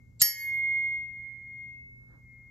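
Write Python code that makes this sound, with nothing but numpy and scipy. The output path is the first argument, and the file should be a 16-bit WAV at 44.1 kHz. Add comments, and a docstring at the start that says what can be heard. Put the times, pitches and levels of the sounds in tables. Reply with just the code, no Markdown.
"""A bare steel axe head is held in a wooden workshop, over low rumble, faint hiss and mains hum.
A steel file skims it and lands once with a crack and a clink; the gain ducks and the walls answer.
The head's high modes die quickly, while one clear tone sings on, swelling and fading in each ear
as the head is turned and brought closer. Near the end, the grip rustles softly."""
import sys
import numpy as np
from scipy import signal
from scipy.fft import rfft, irfft
from scipy.io import wavfile
from scipy.ndimage import uniform_filter1d, minimum_filter1d

SR = 44100
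rng = np.random.default_rng(int(sys.argv[2]) if len(sys.argv) > 2 else 0)


def dump(signal):
    """Clip the signal to [-1, 1] and save it as 16-bit WAV at the path in sys.argv[1]."""
    limited = np.clip(np.atleast_2d(signal).T, -1, 1)
    pcm = np.round(limited * 32767).astype(np.int16)
    wavfile.write(sys.argv[1], SR, pcm)


N = 110250
T = np.arange(N) / SR
STRIKE_S = .2172


def from_db(db):
    """Decibels to gain."""
    return 10 ** (np.asarray(db) / 20)


def unit_rms(x):
    """Scale to an rms of 1."""
    return x / np.sqrt(np.mean(x ** 2) + 1e-20)


def automation(points):
    """Join (time, value) points into a curve, sample by sample."""
    return np.interp(T, *np.transpose(points))


def at_hz(points, hz):
    """Read a table on a log-frequency axis."""
    freqs, values = np.transpose(points)
    return np.interp(np.log(hz + 1e-9), np.log(freqs), values)


def spread(amount):
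    """Split an offset between the ears: half up on the left, half down on the right."""
    return amount * np.array([[.5], [-.5]])


def noise(spectrum):
    """Coloured stereo noise of unit rms, widest in the mids."""
    # how alike the ears are: (frequency [Hz], correlation [0-1])
    likeness = [(60, .9), (150, 0.68), (300, 0.44), (700, .3), (2000, 0.17), (8000, .3), (12000, 1)]
    hz = np.arange(N // 2 + 1) * SR / N
    mid, side = rfft(rng.standard_normal((2, N))) * from_db(at_hz(spectrum, hz))
    alike = np.clip(at_hz(likeness, hz), -1, 1)
    ears = np.sqrt(1 + alike) * mid + np.sqrt(1 - alike) * side * [[1], [-1]]
    return unit_rms(irfft(ears, N))


def decay(t60, start=0):
    """Envelope that jumps to 1 and falls by 60 dB in t60 seconds."""
    return (T >= start) * np.exp(-np.log(1000) * np.maximum(T - start, 0) / t60)


def ring(hz, t60, lead_rad, rise_s=.0008):
    """One mode builds up during the first contact and rings out, the left ear leading in phase."""
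    age = T - STRIKE_S
    phase = rng.uniform(0, 2 * np.pi) + spread(lead_rad)
    attack = np.clip(age / rise_s, 0, 1)
    return attack * decay(t60, STRIKE_S) * np.sin(2 * np.pi * hz * age + phase)


def room_tone(floor_db=-58.5):
    """A steady bed of low rumble, faint hiss and mains hum."""
    # colour of the rumble and hiss: (frequency [Hz], relative level [dB])
    floor_colour = [(25, -19), (45, -1.5), (65, 0.5), (90, -1.5), (160, -6), (250, -16.5), (400, -22.5),
                    (700, -35), (1500, -40), (3000, -50.5), (5000, -46), (7200, -42), (9000, -59.5),
                    (12000, -46.5), (16000, -62)]
    # mains harmonics: (frequency [Hz], level [dB])
    harmonics = [(120, -59.5), (240, -72.5)]
    hum = sum(from_db(db) * np.sin(2 * np.pi * (hz * T + rng.random())) for hz, db in harmonics)
    return from_db(floor_db) * noise(floor_colour) + np.sqrt(2) * hum


def singing_tone(hz=2144.0, waver_db=.53, waver_cutoff_hz=37.8):
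    """The long mode, faintly alive from an earlier blow, swells and fades as the struck head turns."""
    # the tone at the left ear: (time [s], level [dB])
    left = [(0, -63), (.21, -75), (.22, -43.5), (.33, -37.5), (.5, -32.5), (.72, -28.5), (.98, -33),
            (1.37, -52), (1.47, -44), (1.62, -40.5), (1.8, -47), (2.05, -57.5), (2.19, -64.5), (2.3, -51.5),
            (2.5, -54)]
    # the tone at the right ear: (time [s], level [dB])
    right = [(0, -70), (.21, -88), (.22, -33.5), (.33, -37), (.54, -28), (.74, -25.5), (.94, -30.5),
             (1.04, -39), (1.11, -48), (1.18, -41), (1.28, -38.5), (1.44, -45.5), (1.62, -44.5),
             (1.78, -50), (2.0, -52.5), (2.2, -61.5), (2.38, -57.5), (2.5, -57)]
    # how far the left ear leads: (time [s], phase [rad])
    lead = [(0, 1.3), (.3, 1.07), (.75, 0.74), (1.07, 1.21), (1.14, 0.63), (1.31, .05), (1.41, 0),
            (1.68, 1.03), (1.92, 3.5), (2.14, 3.5), (2.27, -1), (2.5, 0.5)]
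    smoothing = signal.butter(2, waver_cutoff_hz, fs=SR, output="sos")
    waver = waver_db * unit_rms(signal.sosfilt(smoothing, rng.standard_normal(N)))
    level = from_db(np.array([automation(left), automation(right)]) + waver)
    return np.sqrt(2) * level * np.sin(2 * np.pi * hz * T + spread(automation(lead)))


def file_blow(skim_s=.025, skim_db=-25):
    """The file skims the steel, then lands with a short clink of its own, damped by the hand."""
    # colour of the skim: (frequency [Hz], relative level [dB])
    skim_colour = [(300, -45.5), (2500, -28), (3600, -22.5), (4600, -7), (6000, -22.5), (7000, -9.5),
                   (7600, -3.5), (8300, -31), (10000, -59.5)]
    # modes of the file: (frequency [Hz])
    pitches = [2900, 4495, 4556, 6900, 7605, 9440, 12600, 14260]
    # how each of them rings: (level [dB], t60 [s])
    modes = [(-25.5, 0.098), (-23.5, .08), (-15, .13), (-10.5, 0.033), (-17.5, .07), (-11.5, .075),
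             (-17.5, .045), (-28, .1)]
    swell = np.clip(1 + (T - STRIKE_S) / skim_s, 0, 1) ** 1.7 * (T < STRIKE_S)
    skim = from_db(skim_db) * swell * noise(skim_colour)
    clink = sum(from_db(db) * ring(hz, t60, lead_rad=1.7) for hz, (db, t60) in zip(pitches, modes))
    return skim + clink


def crack(level_db=-14.5, chatter_s=.007, decay_s=.0015):
    """The file's edge chatters on the steel, then leaves it: one bright burst of noise."""
    # colour of the contact: (frequency [Hz], relative level [dB])
    colour = [(40, -12.5), (200, -4), (400, -16), (750, -42), (1200, -14), (2200, -14.5), (3500, -15),
              (4500, 0.5), (7000, 0.5), (8400, -13.5), (9600, 0.5), (13000, 3.5), (15500, -16.5),
              (18000, -35.5)]
    contact = (T >= STRIKE_S) * np.exp(-np.maximum(T - STRIKE_S - chatter_s, 0) / decay_s)
    return from_db(level_db) * contact * noise(colour)


def axe_modes(dip_hz=11476, first_dip_s=.143, beaming_hz=5520, lobe_depth=.8):
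    """The head's short-lived modes pulse as turning sweeps their radiation lobes past the listener."""
    # modes of the axe head: (frequency [Hz])
    pitches = [540, 1709, 1891, 3137, 3915, 5498, 6572, 8973, 10595, 11062, 11476, 11690, 11990, 13372,
               13775]
    # how each of them rings: (level [dB], t60 [s], left over right [dB])
    modes = [(-44, .19, 2), (-36.5, 0.86, 0), (-25, 0.64, 2), (-32, .48, 4), (-35.5, .2, -3),
             (-19, .25, -0.5), (-24, .3, -2.5), (-28, 0.14, 1.5), (-33, .21, 0), (-23, 0.32, 1.5),
             (-15, .41, -1), (-42.5, .62, -2), (-31.5, 0.22, -2), (-18, 0.17, 1), (-31.5, 0.2932, -5.5)]
    # the turn gathers speed; a mode at dip_hz dips first_dip_s after the blow, higher ones sooner
    turn = (np.maximum(T - STRIKE_S, 0) / first_dip_s) ** 1.5
    out = 0
    for hz, (db, t60, pan_db) in zip(pitches, modes):
        depth = lobe_depth * min(hz / beaming_hz, 1) ** 3   # low modes radiate more evenly
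        lobes = np.abs(1 + depth * np.exp(1j * np.pi * turn * hz / dip_hz))
        out = out + from_db(db + spread(pan_db)) * lobes * ring(hz, t60, lead_rad=1.0)
    return out


def workshop_reverb(send, return_db=-7, t60=.37):
    """Dense reflections from the wooden walls, different at each ear."""
    # colour of the reflections: (frequency [Hz], relative level [dB])
    colour = [(200, -6.5), (1100, 7.5), (2400, -6.5), (3500, -1), (4600, 5.5), (7300, 0.5), (8400, -16.5),
              (9500, -4.5), (12000, -6), (16000, -21.5)]
    impulse = unit_rms(noise(colour) * decay(t60)) / np.sqrt(N)
    return from_db(return_db) * signal.fftconvolve(send, impulse, axes=1)[:, :N]


def grip_rustle():
    """Soft brushes of noise as the grip shifts."""
    # bell-shaped swells, one for each shift: (time [s], half-width [s], level [dB])
    shifts = [(2.03, 0.017, -75), (2.129, 0.031, -64), (2.453, 0.079, -78)]
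    # colour of the rustle: (frequency [Hz], relative level [dB])
    colour = [(200, 7.5), (600, -1), (1000, -6.5), (1550, -3), (2200, -10), (2850, -37), (4000, -23),
              (16000, -51)]
    swells = sum(from_db(db) * np.exp(-.5 * ((T - time) / width) ** 2) for time, width, db in shifts)
    return noise(colour) * swells


def scene(axe_send_db=-7, crack_send_db=-4):
    """The blow and the rustle feed the reverb; the singing tone and the room tone stay dry."""
    axe, contact = axe_modes(), crack()
    file_and_grip = file_blow() + grip_rustle()
    send = file_and_grip + from_db(axe_send_db) * axe + from_db(crack_send_db) * contact
    return axe + contact + file_and_grip + workshop_reverb(send) + singing_tone() + room_tone()


def record(dry, threshold_db=-15, ceiling=.78, stopband_hz=16800):
    """Automatic gain ducks on the blow, holds and recovers; peaks are rounded and the top is cut."""
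    lookahead_s, attack_s, hold_s, release_db_per_s = .0025, .008, .11, 57
    power = uniform_filter1d(np.mean(dry ** 2, axis=0), size=128)
    over_db = np.maximum(10 * np.log10(np.maximum(power, 1e-12)) - threshold_db, 0)
    half_hold = int(hold_s * SR / 2)
    # the largest overshoot of the last hold_s
    held_db = -minimum_filter1d(-over_db, 2 * half_hold + 1, origin=half_hold, mode="constant")
    release_db = release_db_per_s * T
    duck_db = np.maximum.accumulate(held_db + release_db) - release_db
    duck_db = np.interp(T + lookahead_s, T, duck_db)
    pole = np.exp(-1 / (attack_s * SR))
    gain = from_db(-signal.lfilter([1 - pole], [1, -pole], duck_db))
    rounded = ceiling * np.tanh(dry * gain / ceiling)
    high_cut = signal.cheby2(14, 60, stopband_hz, fs=SR, output="sos")
    return signal.sosfilt(high_cut, rounded)


dry = scene()
out = record(dry)
dump(out)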